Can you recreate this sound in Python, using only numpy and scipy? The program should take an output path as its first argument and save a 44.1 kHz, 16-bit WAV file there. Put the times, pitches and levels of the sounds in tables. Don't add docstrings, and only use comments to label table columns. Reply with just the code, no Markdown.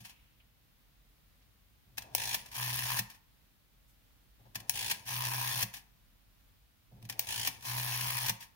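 import sys
import numpy as np
from scipy import signal
from scipy.fft import rfft, irfft
from scipy.io import wavfile
from scipy.ndimage import uniform_filter1d

SR = 44100
rng = np.random.default_rng(int(sys.argv[2]) if len(sys.argv) > 2 else 0)


def to_wav(s):
    ch = np.atleast_2d(s).T
    pcm = np.round(np.clip(ch, -1, 1) * 32767)
    wavfile.write(sys.argv[1], SR, pcm.astype(np.int16))


N = 377055
TIME = np.arange(N) / SR
BINS = np.fft.rfftfreq(N, 1 / SR)

# centre_hz, width_hz, left_db, right_db
BODY_MODES = [(302, 40, 0.9, 3.3), (404, 64, -2.7, -3.0), (497, 69, 0.3, 3.5), (605, 51, -1.3, -6.8),
              (714, 102, -0.5, 2.7), (940, 170, 3, 9), (1033, 150, 5, -1), (1263, 129, -4.6, -4.9),
              (1434, 169, -2.3, -4.5), (1697, 215, 6.8, 6.8), (1909, 114, 2.1, 4.7), (2313, 113, 6.0, 0.9),
              (2582, 333, 6.4, 4.1), (3280, 1448, 8.2, 2.4), (3871, 231, -4.0, -3.4), (4248, 491, 3.1, 2.3),
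              (5337, 647, 0.8, 4.3), (6087, 535, 2.2, 3.4), (6549, 210, -2.9, -2.0), (6822, 282, 3.2, 3.1),
              (7693, 715, -3.6, -3.6), (9154, 541, -2.3, -2.3), (9566, 403, -1.4, 3.2),
              (9611, 5878, 4.2, 0.4), (11269, 563, -3.8, -2.1), (12395, 464, -3.7, -1.8),
              (13551, 289, -1.5, 2.5), (15323, 587, 1.0, 7.5)]
# pitch_hz, left_db, right_db
WHIRR_COLOUR = [(150, -12, -16), (260, -11, -22), (430, -17.5, -18), (556, -16, -11.5), (833, -8, -6),
                (1400, -7, -11.5), (1820, -7, -3.5), (3460, -9.5, -4.5), (5900, -6, -5.5), (7800, -12, -13),
                (10000, -4, -13), (11800, -5, -19), (14900, -4, -17)]
# pitch_hz, left_db, right_db
RATCHET_COLOUR = [(150, -20, -20), (250, -32, -39.5), (395, -17, -8), (580, -12, -16), (864, -6, 3.5),
                  (1380, -6, -18.5), (1820, -4.5, -3), (3250, -4, 2.5), (5700, -1.5, -1.7), (8200, -5, -5),
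                  (9900, 2, -7.3), (12500, -5, -14), (15500, 0.5, -8)]
# pitch_hz, left_db, right_db
SNAP_COLOUR = [(150, -40, -27), (250, -25, -21), (400, -31, -16.5), (593, -12, -12), (840, -25, -6.5),
               (1380, -25.6, -18), (1900, -12, -13), (3200, -18.5, -11), (5800, -4.5, -11),
               (7400, -14.5, -7), (10000, -5, -15), (12400, -6.5, -18), (15000, -0.5, -6)]
# pitch_hz, left_db, right_db
KNOCK_COLOUR = [(150, -23, -11), (270, -1.5, -13.5), (430, -37, -14), (625, -6.5, -5.5), (850, -.5, .5),
                (1440, -5, -9), (1810, -2, -3), (3320, -7.5, -.5), (5600, -2.5, -2), (7500, -6, -6),
                (10000, -2.5, -9.5), (12600, 0, -9), (15200, -2, -11)]
# pitch_hz, left_db, right_db
WORM_COLOUR = [(1500, -41, -33), (3940, -24, -29), (8350, -18, -26), (10300, -2.5, -22), (15600, -8, -6)]
# pitch_hz, left_db, right_db
SKIN_COLOUR = [(150, -12, -12), (330, -3, -3), (550, 0, -1), (850, 0, -2), (1100, -12, -14),
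               (2000, -24, -24), (5000, -24, -26), (15000, -34, -36)]
# pitch_hz, correlation (no unit), left_lead_rad
DIAL_LIKENESS = [(130, 1, 0), (480, .7, .1), (850, .85, 1.3), (1020, .85, 3), (1350, .2, 1.5),
                 (1650, .6, 1), (2000, .4, 2.6), (2650, .4, 2.6), (3200, .1, 1.5), (3900, .2, 2.5),
                 (4250, .7, 3.1), (4700, .25, 2.5), (5800, .3, .6), (8000, .2, .5), (15000, .2, 2)]
# pitch_hz, t60_s, left_db, right_db
CUP_MODES = [(885, .035, 0, 4), (960, .045, -5, 13), (1040, .04, 15, -6), (1136, .035, 6, -6),
             (1192, .03, 1, -8), (2320, .035, -3, -12)]
# pitch_hz, decay_s, level_db
CASE_MODES = [(116, .027, 0), (170, .03, -8), (203, .03, -8), (345, .022, -25), (715, .018, -20)]
# pitch_hz, level_db
DESK_COLOUR = [(30, -22), (60, -4), (88, -7), (116, 9), (145, -10), (190, -8), (270, -13.5), (450, -16),
               (800, -13), (1500, -27), (4000, -71)]
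# pitch_hz, relative level_db per Hz
AIR_COLOUR = [(12, -37), (20, -12.5), (32, 3), (49, -2.5), (61, -7.5), (70, -15), (101, -11.5), (158, -17),
              (301, -23.5), (367, -31), (399, -29.5), (698, -30.5), (3630, -31.5), (8180, -40.5),
              (16000, -31.5)]
# pitch_hz, correlation (no unit)
AIR_LIKENESS = [(60, 0.75), (180, 0.15), (550, 0.13), (1650, 0.055), (4970, -0.041), (15000, 0.1)]
# pitch_hz, t60_s, tail_db
ROOM_DECAY = [(120, 0.8, -2), (604, 0.37, 3.5), (980, 0.5, 1), (1810, 0.43, 1), (2900, 0.32, 1.5),
              (5900, 0.33, -1), (15300, 0.18, 3.5)]

# start_s, length_s, rumble_db, desk_thump_db
RESTS = [(1.85, .12, -67, -64), (4.4, .15, -62.5, -61), (6.919, .15, -55.5, -49)]
# start_s, level_db, desk_thump_db, bounce_after_s
TOUCHES = [(1.9784, -25, -60, .041), (4.5537, -25, -45.5, .046), (7.0959, -25, -57, .0264)]
# start_s, length_s, level_db
BRUSHES = [(2.04, .1, -61), (4.391, .02, -70), (4.451, .01, -62), (4.6, .07, -69), (6.908, .015, -69),
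           (6.964, .008, -67), (7.13, .06, -63)]
# leaves_home_s, first_tooth_s, time_per_tooth_s, stop_s, stop_db
PULLS = [(2.149, 2.1601, .0187, 2.3419, -20), (4.6948, 4.7372, .0177, 4.9105, -20),
         (7.1926, 7.2692, .01786, 7.4714, -20)]
# finger_slips_s, gears_catch_s, last_cam_clack_s, home_s, hum_hz (two beats a turn)
RUNS = [(2.5135, 2.5506, 2.968, 2.9886, 124.3), (5.0605, 5.0784, 5.6061, 5.6258, 124.3),
        (7.6227, 7.6532, 8.2607, 8.293, 124.5)]
# start_s, level_db, second_after_s, second_db
SETTLES = [(.0472, -39.5, .045, -46.5), (3.0974, -41.5, .046, -53), (5.7364, -33.5, .028, -43.5),
           (8.4038, -39, .019, -44)]
# start_s, level_db, desk_thump_db, decay_s
NUDGES = [(.0024, -48, -50, .024), (2.4577, -40.5, -71, .0071), (2.484, -47, -72, .005),
          (2.526, -42, -68, .005), (4.898, -27.5, -56, .007), (4.944, -41, -62, .005),
          (7.025, -47, -46, .0025), (7.0498, -44, -54, .0045), (7.2445, -40, -66, .002),
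          (7.459, -29, -60, .006), (7.607, -46, -70, .005), (8.281, -25, -52, .005)]
# start_s, level_db, rise_s, fade_s, centre_hz, width_hz
RUSTLES = [(.04, -66, .005, .2, 2750, 1300), (.397, -63, .005, .015, 2750, 1000),
           (1.418, -69, .004, .015, 3500, 5000), (3.855, -65, .045, .018, 11000, 11000)]

# level_db, desk_thump_db, decay_s
SLIP, CATCH = (-40, -60, .007), (-33.5, -53, .0098)
LAST_CLACK, HOME = (-28, -52, .009), (-20.8, -37, .0063)
TOUCH_DECAY_S, BOUNCE_DB = .0052, -13.5
STOP_THUMP_DB, STOP_DECAY_S = -51, .0068
SETTLE_DECAY_S, SETTLE_THUMP_DB = .019, -26

GEARS_DB, GEARS_GROWTH_DB = -38.1, 2.7
GEARS_LEAD_S, GEARS_RISE_S, GEARS_FADE_S = .035, .038, .006
SPIN_UP_S, START_FLAT = .05, .04
HUM_DB, HUM_SAG_DB = -40.8, -1.8
HUM_DELAY_S, HUM_RISE_S, HUM_FADE_S = .002, .03, .022
CAM_S, CAM_BRAKE_DB, CAM_BRAKE_REACH_S = .096, -9, .17

TOOTH_DB, TOOTH_GROWTH_DB, TOOTH_SPREAD_DB, FIRST_TOOTH_DB = -27.6, 2, 1, -4.5
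RUB_DB, RUB_GROWTH_DB, RUB_FADE_S, SLACK_RUB_DB = -46, 3, .04, -53
FAINT_DB, FAINT_LEAD_S, FAINT_EASE_DB = -61, .03, -8
SNAP_DB, STOP_CRACK_DB, HOME_CRACK_DB = -14.3, -26, -23
HOLD_DB, HOLD_EASE_DB, PUSH_DB = -60.5, -2.5, -59.5
HAND_RISE_S, HAND_FADE_S, PALM_HZ = .012, .03, 160
AIR_DB = -65
EDGE_HZ = 15850


def amp(db):
    return 10 ** (np.asarray(db) / 20)


def unit(x):
    return x / np.sqrt(np.mean(x ** 2) + 1e-20)


def read(points, hz, axis=1):
    table = np.array(points, float)
    return np.interp(np.log(hz + 1), np.log(table[:, 0] + 1), table[:, axis])


def wander(hz):
    return unit(irfft(rfft(rng.standard_normal(N)) / (1 + (BINS / hz) ** 4), N))


def noise_pair(likeness, gain=1, lead=0):
    same = np.clip(read(likeness, BINS), -1, 1)
    left, other = rfft(rng.standard_normal((2, N)))
    right = same * left * np.exp(-1j * lead) + np.sqrt(1 - same ** 2) * other
    return unit(irfft(np.array([left, right]) * gain, N))


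def add(mix, start_s, sound):
    part = mix[max(round(start_s * SR), 0):][:len(sound)]
    part += sound[:len(part)]


def burst(rise, decay):
    t = TIME[:SR // 4]
    shape = (1 - np.exp(-(t / rise) ** 2)) * np.exp(-t / decay)
    return shape / shape.max()


def stroke(start, end, rise, fade, growth_db=0):
    length = end - start
    t = TIME[:round((length + 8 * fade) * SR)]
    shape = (1 - np.exp(-(t / rise) ** 2)) * np.exp(-np.maximum(t - length, 0) / fade)
    gain = np.zeros(N)
    add(gain, start, shape * amp(growth_db * np.minimum(t / length, 1)))
    return gain


def ring(force, colour, size=4096):
    hz = np.fft.rfftfreq(size, 1 / SR)
    db = np.array([read(colour, hz, axis=1), read(colour, hz, axis=2)])
    for centre, width, left_db, right_db in BODY_MODES:
        db += np.outer([left_db, right_db], 1 / (1 + (2 * (hz - centre) / width) ** 2))
    log_gain = np.log(amp(np.hstack([db, db[:, -2:0:-1]])))
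    response = np.fft.ifft(np.exp(np.conj(signal.hilbert(log_gain)))).real
    response = unit(response) / np.sqrt(size)
    impacts = force * noise_pair(DIAL_LIKENESS, lead=read(DIAL_LIKENESS, BINS, axis=2))
    return signal.oaconvolve(impacts, response, axes=1)[:, :N]


def shifting(x, depth_db, patch_hz=330, patch_s=.07):
    z = signal.stft(x, nperseg=512)[2]
    field = rng.standard_normal(z.shape[1:])
    for axis, span in ((0, patch_hz * 512 / SR), (1, patch_s * SR / 256)):
        field = uniform_filter1d(field, max(round(span), 1), axis)
        field = uniform_filter1d(field, max(round(span / 2), 1), axis)
    return signal.istft(z * amp(depth_db * unit(field)), nperseg=512)[1][:, :N]


def governor_turns(waver=0.0062):
    hz = np.zeros(N)
    for slip, catch, _, _, hum_hz in RUNS:
        running = TIME >= slip
        hz[running] = hum_hz * (1 - START_FLAT * np.exp(-(TIME[running] - catch) / SPIN_UP_S))
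    return np.cumsum(hz / 2 * (1 + waver * wander(17.5))) / SR


def gear_drive():
    return amp(GEARS_DB) * sum(
        stroke(catch - GEARS_LEAD_S, home, GEARS_RISE_S, GEARS_FADE_S, GEARS_GROWTH_DB)
        for _, catch, _, home, _ in RUNS)


def cam():
    homes = np.array([home for _, _, _, home, _ in RUNS])
    from_home = abs(TIME - homes[:, None]).min(0)
    return (1 + np.cos(2 * np.pi * from_home / CAM_S)) / 2, from_home


def whirr(turns, decay=0.0011, scrape=.35, turn_db=.8, beat_db=.5, cam_db=.9, uneven_db=.4, shift_db=1.3):
    impacts = (rng.random(N) < 900 / SR) * rng.uniform(.2, 1, N)
    chatter = np.sqrt(signal.lfilter([1], [1, -np.exp(-2 / (decay * SR))], impacts))
    swell_db = turn_db * np.cos(2 * np.pi * turns) + beat_db * np.sin(4 * np.pi * turns)
    swell_db += cam_db * cam()[0] + uneven_db * wander(35)
    force = unit(np.hypot(unit(chatter), scrape) * amp(swell_db))
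    return shifting(ring(force * gear_drive(), WHIRR_COLOUR), shift_db)


def hum(turns, once_db=-26, thrice_db=-32, fifth_db=-28, waver_db=0.95):
    angle = 2 * np.pi * turns
    orders = np.sin(2 * angle) + amp(once_db) * np.sin(angle)
    orders += amp(thrice_db) * np.sin(3 * angle) + amp(fifth_db) * np.sin(5 * angle)
    shake = sum(stroke(catch + HUM_DELAY_S, home, HUM_RISE_S, HUM_FADE_S, HUM_SAG_DB)
                for _, catch, _, home, _ in RUNS)
    lobe, from_home = cam()
    brake_db = CAM_BRAKE_DB * lobe * np.exp(-from_home / CAM_BRAKE_REACH_S)
    return np.sqrt(2) * orders * shake * amp(HUM_DB + brake_db + waver_db * wander(48))


def governor(turns, worm_db=-6.5, uneven_db=2.8, early_turn=.23, early_db=-2.5, tick_rise=.0012,
             tick_decay=.0028, grip=0.0019, cup_db=-11, shift_db=2.3):
    at, early = (np.flatnonzero(np.diff(np.floor(turns + ahead))) for ahead in (0, early_turn))
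    strikes, catches = np.zeros((2, N))
    strikes[at], strikes[early] = 1, amp(early_db)
    strikes *= amp(uneven_db * rng.standard_normal(N))
    tick_energy = signal.oaconvolve(strikes ** 2, burst(tick_rise, tick_decay) ** 2)[:N]
    ticks = unit(np.sqrt(abs(tick_energy)))
    worm = amp(worm_db) * ring(ticks * gear_drive(), WORM_COLOUR)

    catches[at + rng.integers(0, 100, len(at)) - 100] = rng.uniform(.3, 1, len(at))
    t = TIME[:SR // 4]
    modes = sum(np.outer(amp([left_db, right_db]),
                         np.sin(2 * np.pi * hz * t) * burst(grip, t60 / np.log(1000)))
                for hz, t60, left_db, right_db in CUP_MODES)
    cup = amp(cup_db) * unit(signal.oaconvolve(catches[None], modes, axes=1)[:, :N])
    braking = amp(GEARS_DB) * sum(stroke(slip, clack, GEARS_RISE_S, GEARS_FADE_S, GEARS_GROWTH_DB)
                                  for slip, _, clack, _, _ in RUNS)
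    return worm + shifting(cup * braking, shift_db, patch_hz=170, patch_s=.045)


def winding(tooth_db=-7, rise=0.0014, decay=0.0085, grain_db=2.5, shift_db=1.5):
    ticks, rub = np.zeros((2, N))
    for (start, first, step, stop, _), (slip, *_) in zip(PULLS, RUNS):
        teeth = np.arange(first, stop - step / 2, step)
        for tooth, chance in zip(teeth, rng.standard_normal(size=16)):
            db = TOOTH_DB + TOOTH_GROWTH_DB * (tooth - start) / (stop - start)
            db += TOOTH_SPREAD_DB * chance + FIRST_TOOTH_DB * (tooth == first)
            add(ticks, tooth, amp(db + tooth_db) * burst(rise, decay))
        rub += amp(SLACK_RUB_DB) * stroke(start, first, HAND_RISE_S, HAND_FADE_S)
        rub += amp(FAINT_DB) * stroke(start - FAINT_LEAD_S, start, HAND_RISE_S, HAND_FADE_S)
        rub += amp(FAINT_DB) * stroke(stop, slip, HAND_RISE_S, HAND_FADE_S, FAINT_EASE_DB)
        rub += amp(RUB_DB) * stroke(first, stop, HAND_RISE_S, RUB_FADE_S, RUB_GROWTH_DB)
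    grainy_rub = rub * amp(grain_db * wander(200))
    return shifting(ring(np.hypot(ticks, grainy_rub), RATCHET_COLOUR), shift_db)


def snaps(gain_db=-2, shiver_db=-19, shiver=0.013, crack_rise=.003, crack_decay=.005):
    snap = np.hypot(burst(.002, .0013), amp(shiver_db) * burst(0.0034, shiver))
    crack = burst(crack_rise, crack_decay)
    force = np.zeros(N)
    for (start, _, _, stop, _), (_, _, _, home, _) in zip(PULLS, RUNS):
        add(force, start, amp(SNAP_DB) * snap)
        add(force, stop, amp(STOP_CRACK_DB) * crack)
        add(force, home, amp(HOME_CRACK_DB) * crack)
    return amp(gain_db) * ring(force, SNAP_COLOUR)


def blows():
    rows = list(NUDGES)
    for start, db, thump_db, after in TOUCHES:
        rows.append((start, db, thump_db, TOUCH_DECAY_S))
        rows.append((start + after, db + BOUNCE_DB, thump_db + BOUNCE_DB, TOUCH_DECAY_S))
    for *_, stop, db in PULLS:
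        rows.append((stop, db, STOP_THUMP_DB, STOP_DECAY_S))
    for slip, catch, clack, home, _ in RUNS:
        rows += [(slip, *SLIP), (catch, *CATCH), (clack, *LAST_CLACK), (home, *HOME)]
    for start, first_db, after, second_db in SETTLES:
        for at, db in ((start, first_db), (start + after, second_db)):
            rows.append((at, db, db + SETTLE_THUMP_DB, SETTLE_DECAY_S))
    return rows


def knocks(gain_db=-7, rise=0.0027, lead_db=-13, lead=0.0078):
    force = np.zeros(N)
    for start, db, _, decay in blows():
        add(force, start, amp(db) * burst(rise, max(decay, .001)))
        add(force, start - lead, amp(db + lead_db) * burst(rise, lead))
    return amp(gain_db) * ring(force, KNOCK_COLOUR)


def thumps(gain_db=1, rise=.007, jolt_db=-20, jolts_per_s=45):
    t = TIME[:SR // 4]
    thump = sum(amp(db) * burst(rise, decay) * np.sin(2 * np.pi * hz * t) for hz, decay, db in CASE_MODES)
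    jolts = rng.standard_normal(N) * (rng.random(N) < jolts_per_s / SR)
    force = amp(jolt_db) * gear_drive() * jolts
    for start, _, db, _ in blows():
        add(force, start, amp([db + gain_db]))
    for start, _, _, db in RESTS:
        add(force, start, amp([db]))
    return signal.oaconvolve(force, thump)[:N]


def hand(lumps_db=.8):
    desk = amp(read(DESK_COLOUR, BINS))
    dull = desk / np.hypot(1, BINS / PALM_HZ)
    palm = sum(amp(db) * stroke(start, start + length, HAND_RISE_S, HAND_FADE_S)
               for start, length, db, _ in RESTS)
    finger = np.zeros(N)
    for (touch, *_), (_, first, _, stop, _), (slip, *_) in zip(TOUCHES, PULLS, RUNS):
        finger += amp(HOLD_DB) * stroke(touch, slip, HAND_RISE_S, HAND_FADE_S, HOLD_EASE_DB)
        finger += amp(PUSH_DB) * stroke(first, stop, HAND_RISE_S, HAND_FADE_S)
    rumble = palm * noise_pair(DIAL_LIKENESS, dull)
    scrape = finger * noise_pair(DIAL_LIKENESS, desk)
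    return amp(lumps_db * wander(20)) * (rumble + scrape)


def brushes(rise=.004, fade=.014, grain_db=2.5):
    force = sum(amp(db) * stroke(start, start + length, rise, fade) for start, length, db in BRUSHES)
    return ring(force * amp(grain_db * wander(120)), SKIN_COLOUR)


def rustle():
    total = np.zeros((2, N))
    for start, db, rise, fade, hz, width in RUSTLES:
        band = 1 / (1 + (2 * (BINS - hz) / width) ** 2)
        total += amp(db) * stroke(start, start + rise, rise, fade) * noise_pair(AIR_LIKENESS, band)
    return total


def room(x, near_db=-14, tail_db=-12, build=0.0013, count=8):
    near = np.zeros((2, SR // 2))
    delays = (SR * rng.uniform(.001, .014, (2, count))).astype(int)
    np.put_along_axis(near, delays, rng.choice([-1, 1], (2, count)), 1)
    hz, t, z = signal.stft(rng.standard_normal(near.shape), SR, nperseg=256)
    fade = np.exp(-np.log(1000) * t / read(ROOM_DECAY, hz)[:, None]) * (1 - np.exp(-t / build))
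    tail_colour = amp(read(ROOM_DECAY, hz, axis=2))[:, None]
    tail = signal.istft(z * fade * tail_colour, SR, nperseg=256)[1][:, :SR // 2]
    response = amp(near_db) * near / np.sqrt(count) + amp(tail_db) * tail / np.linalg.norm(tail[0])
    return x + signal.fftconvolve(x, response, axes=1)[:, :N]


def air(gain_db=0, drift_db=0.5, lowest_hz=39):
    passed = 1 - 1 / (1 + (BINS / lowest_hz) ** 12)
    background = noise_pair(AIR_LIKENESS, passed * amp(read(AIR_COLOUR, BINS)))
    return amp(AIR_DB + gain_db + drift_db * wander(2.8)) * background


def scene(left_db=-3.2, right_db=-0.95):
    turns = governor_turns()
    dial = whirr(turns) + governor(turns) + winding() + snaps() + knocks() + hand() + brushes()
    desk = (hum(turns) + thumps()) * amp([[left_db], [right_db]])
    return room(dial) + desk + rustle() + air()


def record(dry):
    low_pass = signal.firwin(255, EDGE_HZ, window=("kaiser", 8), fs=SR)
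    return signal.oaconvolve(dry, low_pass[None], "same")


dry = scene()
out = record(dry)
to_wav(out)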